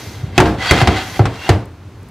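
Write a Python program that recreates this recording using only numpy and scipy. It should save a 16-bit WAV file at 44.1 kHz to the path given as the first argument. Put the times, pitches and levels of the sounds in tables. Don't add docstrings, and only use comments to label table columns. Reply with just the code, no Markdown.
import sys
import numpy as np
from scipy import signal
from scipy.fft import rfft, irfft
from scipy.io import wavfile

SR = 44100
rng = np.random.default_rng(int(sys.argv[2]) if len(sys.argv) > 2 else 0)


def to_wav(sig):
    pcm = np.clip(np.atleast_2d(sig), -1, 1) * 32767
    pcm = np.round(pcm).astype(np.int16)
    wavfile.write(sys.argv[1], SR, pcm.T)


N = 92610
T = np.arange(N) / SR
HZ = np.maximum(np.fft.rfftfreq(N, 1 / SR), 1)

# t/s, crack level/dB, crack brightness/Hz, clack level/dB, thump level/dB, thump f/Hz,
# ring level/dB, clink f/Hz, clink level/dB, clink decay/s (levels trim each layer's own gain)
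KNOCK_CUES = [(.379, 2, 4650, 7, -13, 100, -12, 2540, 6, 0.0039),
              (0.4013, -1.5, 11000, -1, 0.5, 90, -9.5, 882, -2.5, 0.015),
              (.457, -10.5, 2500, -23, -17, 75, -16.5, 1640, -32, .007),
              (0.7102, 1.5, 12000, -4, 0.5, 113, -12, 2075, 8, 0.0024),
              (0.8154, -7, 3500, -9, 2.5, 116.6, -19, 800, -4, 0.0028),
              (0.873, -3.5, 3900, -9, 0.5, 87, -15.5, 737, -6, 0.0065),
              (1.1939, -9, 640, -3, 5, 108.2, -20.5, 1320, -13, 0.0086),
              (1.2545, -12, 4240, -18, -13, 114, -27, 814, -16, 0.0097),
              (1.4913, -5.5, 7550, -3, 6.5, 102.5, -15.5, 820, -5, 0.0022)]
# f/Hz, level/dB, decay/s
CLACK_MODES = [(370.1, -4.5, 0.024), (722, -6.5, 0.013), (798, -9.5, 0.015)]
# f/Hz, bandwidth/Hz, level/dB
BODY_MODES = [(764.4, 17.4, 9.5), (1510, 39, -1), (2047, 16.6, 4.5), (2760, 14, -2), (3230, 43, 3.5),
              (4447, 37, 2.5)]
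# f/Hz, level/dB, t60/s
RING_MODES = [(65.3, 3, 0.41), (92, 1, 0.63), (116, 6, 0.41), (194.4, 2.5, 0.3), (277.6, 0, 0.34),
              (313.3, 4.5, 0.35), (375.7, 0.5, 0.32), (449, 1, 0.34), (564, -8.5, 0.37),
              (623.5, -14.5, 0.4), (687, -12.5, 0.46), (699, 4, 0.23), (857, -8, 0.26), (1085, -3.5, 0.16),
              (1594, -2.5, 0.17)]
# f/Hz, level/dB
TAIL_EQ = [(50, -3.5), (130, 3.5), (520, -4), (800, -4.5), (1200, -10.5), (5000, -28.5), (15000, -50)]
def knocks():
    thump_lag_s, thump_rise_s, thump_decay_s = 0.0061, 0.007, 0.012
    ring_rise_s, tail_t60_s = 0.0097, 0.36
    out = np.zeros((2, N))
    for (start, crack_db, bright_hz, clack_db, thump_db, thump_hz,
         ring_db, clink_hz, clink_db, clink_s) in KNOCK_CUES:
        t, late = since(start), since(start + thump_lag_s)
        clack = sum(amp(db) * ping(t, hz, decay) for hz, db, decay in CLACK_MODES)
        clink = ping(t, clink_hz, clink_s)
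        body = sum(amp(db) * ping(t, hz, 1 / (np.pi * width)) for hz, width, db in BODY_MODES)
        thump = -2 * ping(late, thump_hz, thump_decay_s) * (1 - np.exp(-late / thump_rise_s))
        ring = sum(amp(db - 60 * t / t60) * np.sin(2 * np.pi * (hz * t + rng.random()))
                   for hz, db, t60 in RING_MODES)
        tail = noise(eq(TAIL_EQ)) * amp(-60 * t / tail_t60_s)
        ring_out = (amp(-1.5) * ring + amp(6.5) * tail) * (1 - np.exp(-t / ring_rise_s))
        out += amp(crack_db) * (crack(start, bright_hz) + amp(-23) * body)
        out += amp(clack_db) * clack + amp(clink_db) * clink
        out += amp(thump_db) * thump + amp(ring_db) * ring_out
    return out


# f/Hz, level/dB
CRACK_EQ = [(80, 18.5), (300, 7.5), (750, 0), (1200, 6.5), (2300, 2), (8000, -10), (16000, -28)]
def crack(start, bright_hz):
    punch_hold_s, punch_decay_s = 0.00053, 0.016
    crossover_hz, snap_hold_s, snap_decay_s = 3140, 0.0032, 0.0072
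    raw = noise(eq(CRACK_EQ))
    lows = irfft(rfft(raw) / (1 + (HZ / crossover_hz) ** 4), N)
    punch = lows * np.exp(-since(start + punch_hold_s) / punch_decay_s)
    snap = (raw - lows) * np.exp(-since(start + snap_hold_s) / snap_decay_s)
    softening = 1 / (1 + 1j * HZ / bright_hz / 2) ** 2
    return irfft(rfft((punch + snap) * (T > start)) * softening, N)


# t/s, level/dB, f/Hz, length/s
BUMP_CUES = [(0.058, -23.5, 91.6, 0.051), (0.231, -10.5, 116, 0.02), (0.916, -13.5, 102, 0.059),
             (1.23, -6.5, 114, 0.033), (1.53, -5.5, 99.3, 0.045), (1.586, -12.5, 108, 0.026)]
def hand_bumps():
    out = np.zeros(N)
    for start, db, hz, length in BUMP_CUES:
        t = since(start)
        swell = np.sin(np.pi * np.minimum(t / length, 1))
        out -= amp(db) * swell * np.sin(2 * np.pi * hz * t)
    return out


# t/s, level/dB
FIRM_RIDE = [(.555, -72), (.585, -32), (.622, -20.5), (.705, -15), (.76, -15.5), (.805, -14), (.86, -25.5),
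             (.897, -23.5), (.945, -22.5), (.968, -19.5), (1.01, -23.5), (1.06, -31), (1.14, -36.5),
             (1.162, -30), (1.205, -42)]
LIGHT_RIDE = [(0, -44), (.325, -43.5), (.37, -32), (.55, -43), (1.22, -49), (1.3, -37.5), (1.41, -32.5),
              (1.485, -27.5), (1.53, -28.5), (1.63, -71)]
# f/Hz, level/dB
SCRAPE_EQ = [(150, -15), (450, -9), (750, -3.5), (2000, -4.5), (4600, -12), (5400, -17), (8000, -24.5),
             (15500, -39)]
def scrape(pressure):
    grains_per_s, scatter_db, grain_share = 2200, 3.5, .55
    grip_db, grip_per_s = 1.5, 70
    slips = (rng.random(N) < grains_per_s / SR) * rng.choice([-1, 1], N)
    grains = unit(slips * amp(scatter_db * rng.standard_normal(N)))
    friction = np.sqrt(grain_share) * grains + np.sqrt(1 - grain_share) * rng.standard_normal(N)
    body = 1 + sum(amp(db) * resonance(hz, width) for hz, width, db in BODY_MODES)
    tone = eq(SCRAPE_EQ) * body * reflections()
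    grip = amp(grip_db * waver(grip_per_s))
    touching = (T >= pressure[0][0]) & (T < pressure[-1][0])
    return noise(tone, friction * grip) * fader(pressure) * touching


# start t/s, end t/s, f/Hz, level/dB
SQUEAL_CUES = [(0.584, 0.64, 2000, -23.5), (.64, 0.703, 3340, -23), (0.662, .708, 4580, -17.5),
               (1.38, 1.522, 2770, -29.5)]
def squeals():
    pitch_wander, flutter_db, slips_per_s, release_s = 0.0204, 3, 240, 0.0045
    out = np.zeros(N)
    for start, end, hz, db in SQUEAL_CUES:
        pitch = hz * (1 + pitch_wander * waver(slips_per_s))
        phase = 2 * np.pi * np.cumsum(pitch) / SR
        swell = np.sqrt(since(start) / (end - start)) * np.exp(-since(end) / release_s)
        out += amp(db + flutter_db * waver(slips_per_s)) * swell * np.sin(phase)
    return out


# f/Hz, level/dB
RUB_EQ = [(300, 6.5), (1500, -3), (3500, -5), (6200, -5.5), (8500, -17.5), (10500, -15), (13500, -16),
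          (16000, -33)]
# t/s, level/dB
RUB_RIDE = [(0, -33), (.13, -37), (.21, -43), (.33, -55), (.94, -47), (1.04, -32.5), (1.192, -32),
            (1.215, -56), (1.35, -45.5), (1.48, -35), (1.58, -64), (2.1, -54.5)]
def rubbing():
    return noise(eq(RUB_EQ) * reflections()) * fader(RUB_RIDE)


# t/s, level/dB
TICK_CUES = [(1.656, -42), (2.031, -47.5), (2.0867, -43)]
def food_ticks(hz=8600, decay_s=0.0024):
    envelope = sum(amp(db) * (T > start) * np.exp(-since(start) / decay_s) for start, db in TICK_CUES)
    return noise(resonance(hz, width_hz=6000) ** 2) * envelope


# f/Hz, level/dB
ROOM_EQ = [(65, 1.5), (180, -17.5), (300, -3), (550, -16), (1000, -14), (5000, -31), (15000, -46)]
# t/s, level/dB
RUMBLE_RIDE = [(0, -34.5), (.2, -31.5), (.28, -26), (1.1, -36.5), (1.42, -36), (1.75, -38.5), (2.1, -35)]
def kitchen_bed(room_db=-43, rumble_hz=92.6):
    room = noise(eq(ROOM_EQ))
    rumble = noise(resonance(rumble_hz, width_hz=30.6) * resonance(rumble_hz, width_hz=680))
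    return amp(room_db) * room + fader(RUMBLE_RIDE) * rumble


def reflections(level_db=-4, decay_s=0.0086, low_cut_hz=3000):
    spray = rng.standard_normal(N) * np.exp(-T / decay_s) * (rng.random(N) < .1)
    spray /= np.sqrt(np.sum(spray ** 2))
    return 1 + amp(level_db) * rfft(spray) * HZ / np.hypot(HZ, low_cut_hz)


# f/Hz, side-to-mid level/dB
WIDTH_EQ = [(100, -47), (350, -17.5), (1400, -19), (5600, -6), (10000, -9)]
def noise(tone, source=None):
    mid, side = rfft(rng.standard_normal((2, N)))
    if source is not None:
        mid = rfft(source)
    width = eq(WIDTH_EQ)
    stereo = (mid + np.array([[1], [-1]]) * width * side) / np.sqrt(1 + width ** 2)
    return unit(irfft(tone * stereo, N))


def amp(db):
    return 10 ** (np.asarray(db) / 20)


def unit(x):
    return x / np.sqrt(np.mean(x ** 2))


def fader(rows):
    return amp(np.interp(T, *np.array(rows).T))


def eq(rows):
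    hz, db = np.array(rows).T
    return amp(np.interp(np.log(HZ), np.log(hz), db)) / np.sqrt(1 + (hz[0] / HZ / 2) ** 4)


def resonance(hz, width_hz):
    return 1 / (1 + 1j * (HZ / hz - hz / HZ) * hz / width_hz)


def ping(t, hz, decay_s):
    return np.sin(2 * np.pi * hz * t) * np.exp(-t / decay_s)


def since(start):
    return np.maximum(T - start, 0)


def waver(rate):
    return np.interp(T * rate, np.arange(N), rng.standard_normal(N))


def scene():
    hits = knocks() + hand_bumps()
    rubs = scrape(FIRM_RIDE) + scrape(LIGHT_RIDE) + squeals() + rubbing()
    return hits + rubs + food_ticks() + kitchen_bed()


def record(dry):
    low_cut_hz, high_cut_hz = 52, 15700
    limit_db, release_s, ceiling = -5.5, 0.039, .97
    dry = signal.sosfilt(signal.butter(2, low_cut_hz, "high", fs=SR, output="sos"), dry)
    pole = np.exp(-1 / (release_s * SR))
    power = signal.lfilter([1 - pole], [1, -pole], np.mean(dry ** 2, axis=0))
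    ducked = dry / np.sqrt(1 + power / amp(limit_db) ** 2)
    clipped = np.clip(ducked, -ceiling, ceiling)
    return signal.sosfilt(signal.ellip(12, .1, 75, high_cut_hz, fs=SR, output="sos"), clipped)


dry = scene()
out = record(dry)
to_wav(out)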